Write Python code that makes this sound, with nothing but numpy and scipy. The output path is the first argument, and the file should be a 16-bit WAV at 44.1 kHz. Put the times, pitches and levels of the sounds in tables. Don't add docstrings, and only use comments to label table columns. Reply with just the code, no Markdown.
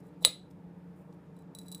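import sys
import numpy as np
from scipy import signal
from scipy.io import wavfile

SR = 44100
rng = np.random.default_rng(int(sys.argv[2]) if len(sys.argv) > 2 else 0)


def digitize_waveform(pressure):
    field = np.atleast_2d(pressure).T
    bounded = np.clip(field, -1, 1)
    quanta = np.round(bounded * 32767).astype(np.int16)
    wavfile.write(sys.argv[1], SR, quanta)


def voltage_ratio(decibels):
    exponent = np.asarray(decibels, float) / 20
    return 10 ** exponent


N = 79380

# pitch_hz, level_db, t60_s
BOTTLE_MODES = [(3950, 0.5, 0.061), (4740, -18, .04), (5600, -18.5, .03), (6845, -20, .04), (7827, -6, .04),
                (7970, -12, .07), (8910, -19, .05), (9910, -4, 0.018), (10250, -1, .02), (12700, -27, .04),
                (13700, -22.5, 0.045), (14100, -13, .03), (15040, -3.5, 0.014)]
# pitch_hz, level_db, t60_s
FRAME_MODES = [(520, -22, 0.094), (620, -21.5, 0.055), (1159.6, -22, .012), (1900, -14.5, .006),
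               (2280, -24, .03), (3016, -22.5, .03), (4695, -15, 0.026), (3960, 0, 0.028),
               (3798, -18.5, .09), (4160, -12, .025), (7957, -12, 0.045), (10040, -14.5, .08),
               (10210, -16, .07), (8900, -21.5, .05)]
# pitch_hz, level_db, t60_s
CREAK_MODES = [(3620, 1, .03), (3100, -14.5, .02), (3900, -6, .03)]
# pitch_hz, level_db, t60_s
TABLE_MODES = [(75, -13.5, 0.13), (130, -7.5, 0.15), (298, -8, .1), (500, 0.5, 0.043), (620, 1.5, .05),
               (815, -4.5, .04)]
# start_s, level_db
CREAKS = [
    (.2345, -49.5),
    (.2385, -50),
    (.242, -44.5),
    (0.243, -39.5),
    (0.245, -36),
]
# start_s, level_db
KNOCKS = [
    (.224, -47),
    (.2496, -43.5),
    (.273, -38.5),
]
# start_s, level_db (peak)
BITES = [(.2224, -45), (.227, -40), (1.366, -57), (1.3907, -56.5), (1.5499, -31.5), (1.5871, -32),
         (1.615, -47), (1.632, -52), (1.667, -50.5), (1.6829, -37), (1.7164, -31.5), (1.724, -30.5),
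         (1.7474, -27.5), (1.779, -44.5), (1.7978, -44)]
# start_s, length_s, level_db
ROLLS = [
    (0.027, .07, -82.5),
    (.205, .045, -65),
    (1.355, .075, -87),
    (1.55, .25, -74.5),
]
# start_s, length_s, level_db, centre_hz
BRUSHES = [
    (.001, 0.0079, -72, 9000),
    (.066, 0.0064, -70.5, 10500),
    (0.502, .018, -74.5, 10080),
    (.508, 0.0056, -65.5, 5100),
    (.96, .07, -78, 11500),
    (1.124, 0.006, -66.5, 4960),
    (1.128, 0.023, -80, 10000),
    (1.365, .004, -78, 9000),
    (1.388, 0.0043, -67.5, 11000),
    (1.42, .006, -73, 10500),
]
# centre_hz, width_hz
CLOSE_DIPS = [(6350, 430), (11500, 740)]
# pitch_hz, width_hz, level_db
HUM_RESONANCES = [(92, 18, -67.5), (151, 12, -59), (177.3, 14, -57.5), (200, 12, -61), (278.2, 12, -63.5),
                  (301.2, 10, -64.5), (355, 9, -68), (444.8, 22, -65.5), (475.8, 22, -69), (580, 50, -71.5),
                  (828, 40, -75.5), (925, 44, -74)]
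# pitch_hz, density_db (per Hz)
AIR_SPECTRUM = [(30, -16.5), (90, -4), (300, -5.5), (700, -8), (1500, -17), (3000, -29.5), (5500, -37.5),
                (15000, -41)]

CLACK_S, CLACK_BOTTLE_DB, CLACK_FRAME_DB = .2494, -18, -9.5
CLACK_CRACK_DB, CLACK_CRACK_S = -19.5, .0017
REBOUND_S, REBOUND_DB = .0024, -10.5
BITE_RING_DB, BITE_SPREAD_DB, BITE_CRACK_DB, BITE_CRACK_S = -13.5, 1.5, -13.5, .003
GRIT_PER_S, GRIT_SPREAD_DB, GRIT_HISS_DB = 900, 4, -1.5
BRUSH_EDGE_S = .0015
ROOM_DB, ROOM_LOW_T60_S, ROOM_HIGH_T60_S, ROOM_GAP_S = -13.5, .27, .2, .005
MOTOR_HZ, MOTOR_WANDER_HZ, MOTOR_DB, MOTOR_WAVER_DB = 174.3, 2.2, -54, 1.5
AIR_DB, AIR_PATCHY_DB = -62.5, .9
DUCK_DB, DUCK_ATTACK_S, DUCK_RECOVER_S = -3, .071, .27
MIC_LOW_HZ, MIC_TOP_HZ = 42, 15600


def band(x, low_hz, high_hz):
    return signal.sosfilt(signal.butter(2, [low_hz, min(high_hz, .45 * SR)], "band", fs=SR, output="sos"), x)


def above(x, hz):
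    return signal.sosfilt(signal.butter(2, hz, "high", fs=SR, output="sos"), x)


def rms_one(x):
    return x / np.sqrt(np.mean(x ** 2) + 1e-20)


def drift(rate_hz):
    r = np.exp(-2 * np.pi * rate_hz / SR)
    wander = signal.lfilter([1], [1, -2 * r, r * r], rng.standard_normal(N + SR))
    return rms_one(wander[SR:])


def span(start_s, length_s, edge_s):
    t = np.arange(N) / SR
    inside = np.minimum(t - start_s, start_s + length_s - t)
    return np.clip(inside / edge_s, 0, 1)


def sample_at(times_s):
    return np.minimum(np.asarray(times_s) * SR, N - 1).astype(int)


def ring(clicks, hz, t60_s):
    r = voltage_ratio(-60 / (t60_s * SR))
    w = 2 * np.pi * hz / SR
    return signal.lfilter([0, np.sin(w)], [1, -2 * r * np.cos(w), r * r], clicks + 1e-18)


def strike(modes, times_s, levels_db, spread_db):
    out, at = np.zeros(N), sample_at(times_s)
    luck = rng.standard_normal((len(at), len(modes)))
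    for k, (hz, db, t60_s) in enumerate(modes):
        clicks = np.zeros(N)
        clicks[at] = voltage_ratio(levels_db + db + spread_db * luck[:, k])
        clicks *= (-1) ** (hz // 3000)
        out += ring(clicks, hz, t60_s)
    return out


def crack(times_s, levels_db, decay_s, low_hz, high_hz):
    clicks = np.zeros(N)
    clicks[sample_at(times_s)] = voltage_ratio(levels_db)
    envelope = signal.lfilter([1], [1, -np.exp(-1 / (decay_s * SR))], clicks)
    return envelope * rms_one(band(rng.standard_normal(N), low_hz, high_hz))


def clack():
    hit_s = np.array([CLACK_S, CLACK_S + REBOUND_S])
    hit_db = np.array([0, REBOUND_DB])
    snap = strike(BOTTLE_MODES, hit_s, hit_db + CLACK_BOTTLE_DB, 0)
    snap += strike(FRAME_MODES, hit_s, hit_db + CLACK_FRAME_DB, 0)
    contact = crack(hit_s, hit_db + CLACK_CRACK_DB, CLACK_CRACK_S, low_hz=600, high_hz=9000)
    creak_s, creak_db = np.transpose(CREAKS)
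    creaks = strike(CREAK_MODES, creak_s, creak_db, 3.0)
    knock_s, knock_db = np.transpose(KNOCKS)
    knocks = strike(TABLE_MODES, knock_s, knock_db, 1.5)
    return above(snap, hz=440) + contact + above(creaks, hz=2770) + knocks


def bites():
    start_s, db = np.transpose(BITES)
    rings = strike(BOTTLE_MODES, start_s, db + BITE_RING_DB, BITE_SPREAD_DB)
    return rings + crack(start_s, db + BITE_CRACK_DB, BITE_CRACK_S, low_hz=5600, high_hz=15910)


def bottle_ring(clicks):
    return sum(voltage_ratio(db) * ring(clicks, hz, t60_s) for hz, db, t60_s in BOTTLE_MODES)


def grit():
    sizes = voltage_ratio(GRIT_SPREAD_DB * np.minimum(rng.exponential(1, N), 4)) * rng.choice([-1, 1], N)
    grains = sizes * (rng.random(N) < GRIT_PER_S / SR)
    level = sum(voltage_ratio(db) * span(start_s, length_s, .01) for start_s, length_s, db in ROLLS)
    level = level * voltage_ratio(3 * drift(25))
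    rings = bottle_ring(grains * level) / np.std(bottle_ring(grains))
    hiss = level * rms_one(band(rng.standard_normal(N), 4500, 14000))
    return rings + voltage_ratio(GRIT_HISS_DB) * hiss


def fingers():
    rough = rng.standard_normal(N) * voltage_ratio(1.1 * drift(150))
    out = np.zeros(N)
    for start_s, length_s, db, hz in BRUSHES:
        rustle = rms_one(band(rough, .6 * hz, 1.6 * hz))
        out += voltage_ratio(db) * span(start_s, length_s, BRUSH_EDGE_S) * rustle
    return out


def room(x):
    t = np.arange(SR // 2) / SR
    white = rng.standard_normal((2, len(t)))
    low = band(white[0], 220, 5000) * voltage_ratio(-60 * t / ROOM_LOW_T60_S)
    high = band(white[1], 5000, 16000) * voltage_ratio(-60 * t / ROOM_HIGH_T60_S)
    tail = (low + high) * (t > ROOM_GAP_S)
    return voltage_ratio(ROOM_DB) * signal.fftconvolve(x, tail / np.sqrt(np.sum(tail ** 2)))[:N]


def hum():
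    pitch_hz = MOTOR_HZ + MOTOR_WANDER_HZ * drift(2.5)
    tone = np.sin(2 * np.pi * np.cumsum(pitch_hz) / SR)
    rumble = np.zeros(N)
    for hz, width_hz, db in HUM_RESONANCES:
        t60_s = 1.1 / width_hz
        once = ring(rng.standard_normal(N + SR), hz, t60_s)
        rumble += voltage_ratio(db) * rms_one(ring(once, hz, t60_s)[SR:])
    return voltage_ratio(MOTOR_DB + 3.5 + MOTOR_WAVER_DB * drift(4)) * tone + rumble


def air():
    edges_hz = 20 * 2 ** np.arange(0, 10, .5)
    hz, db = np.transpose(AIR_SPECTRUM)
    white = rng.standard_normal((2, N + SR // 2))
    out = np.zeros(N)
    for k, (low, high) in enumerate(zip(edges_hz, edges_hz[1:])):
        band_db = np.interp(np.log(low * high) / 2, np.log(hz), db)
        out += voltage_ratio(band_db + AIR_PATCHY_DB * drift(8)) * band(white[k % 2], low, high)[-N:]
    return voltage_ratio(AIR_DB) * rms_one(out)


def scene():
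    close = clack() + above(bites() + grit(), hz=3000) + fingers()
    for hz, width_hz in CLOSE_DIPS:
        b, a = signal.iirnotch(hz, hz / width_hz, fs=SR)
        close = signal.lfilter(b, a, close)
    return (close + room(close) + hum() + air())[None]


def low_pass(x):
    return signal.sosfilt(signal.butter(12, 16970, fs=SR, output="sos"), x)


def record(dry):
    since_s = np.arange(N) / SR - CLACK_S
    dip = np.clip(since_s / DUCK_ATTACK_S, 0, 1) * np.exp(-np.maximum(since_s, 0) / DUCK_RECOVER_S)
    gain = voltage_ratio(DUCK_DB * dip)
    top_cut = signal.cheby2(10, 20, MIC_TOP_HZ, fs=SR, output="sos")
    mix = above(signal.sosfilt(top_cut, dry * gain), MIC_LOW_HZ)
    return low_pass(mix)


dry = scene()
out = record(dry)
digitize_waveform(out)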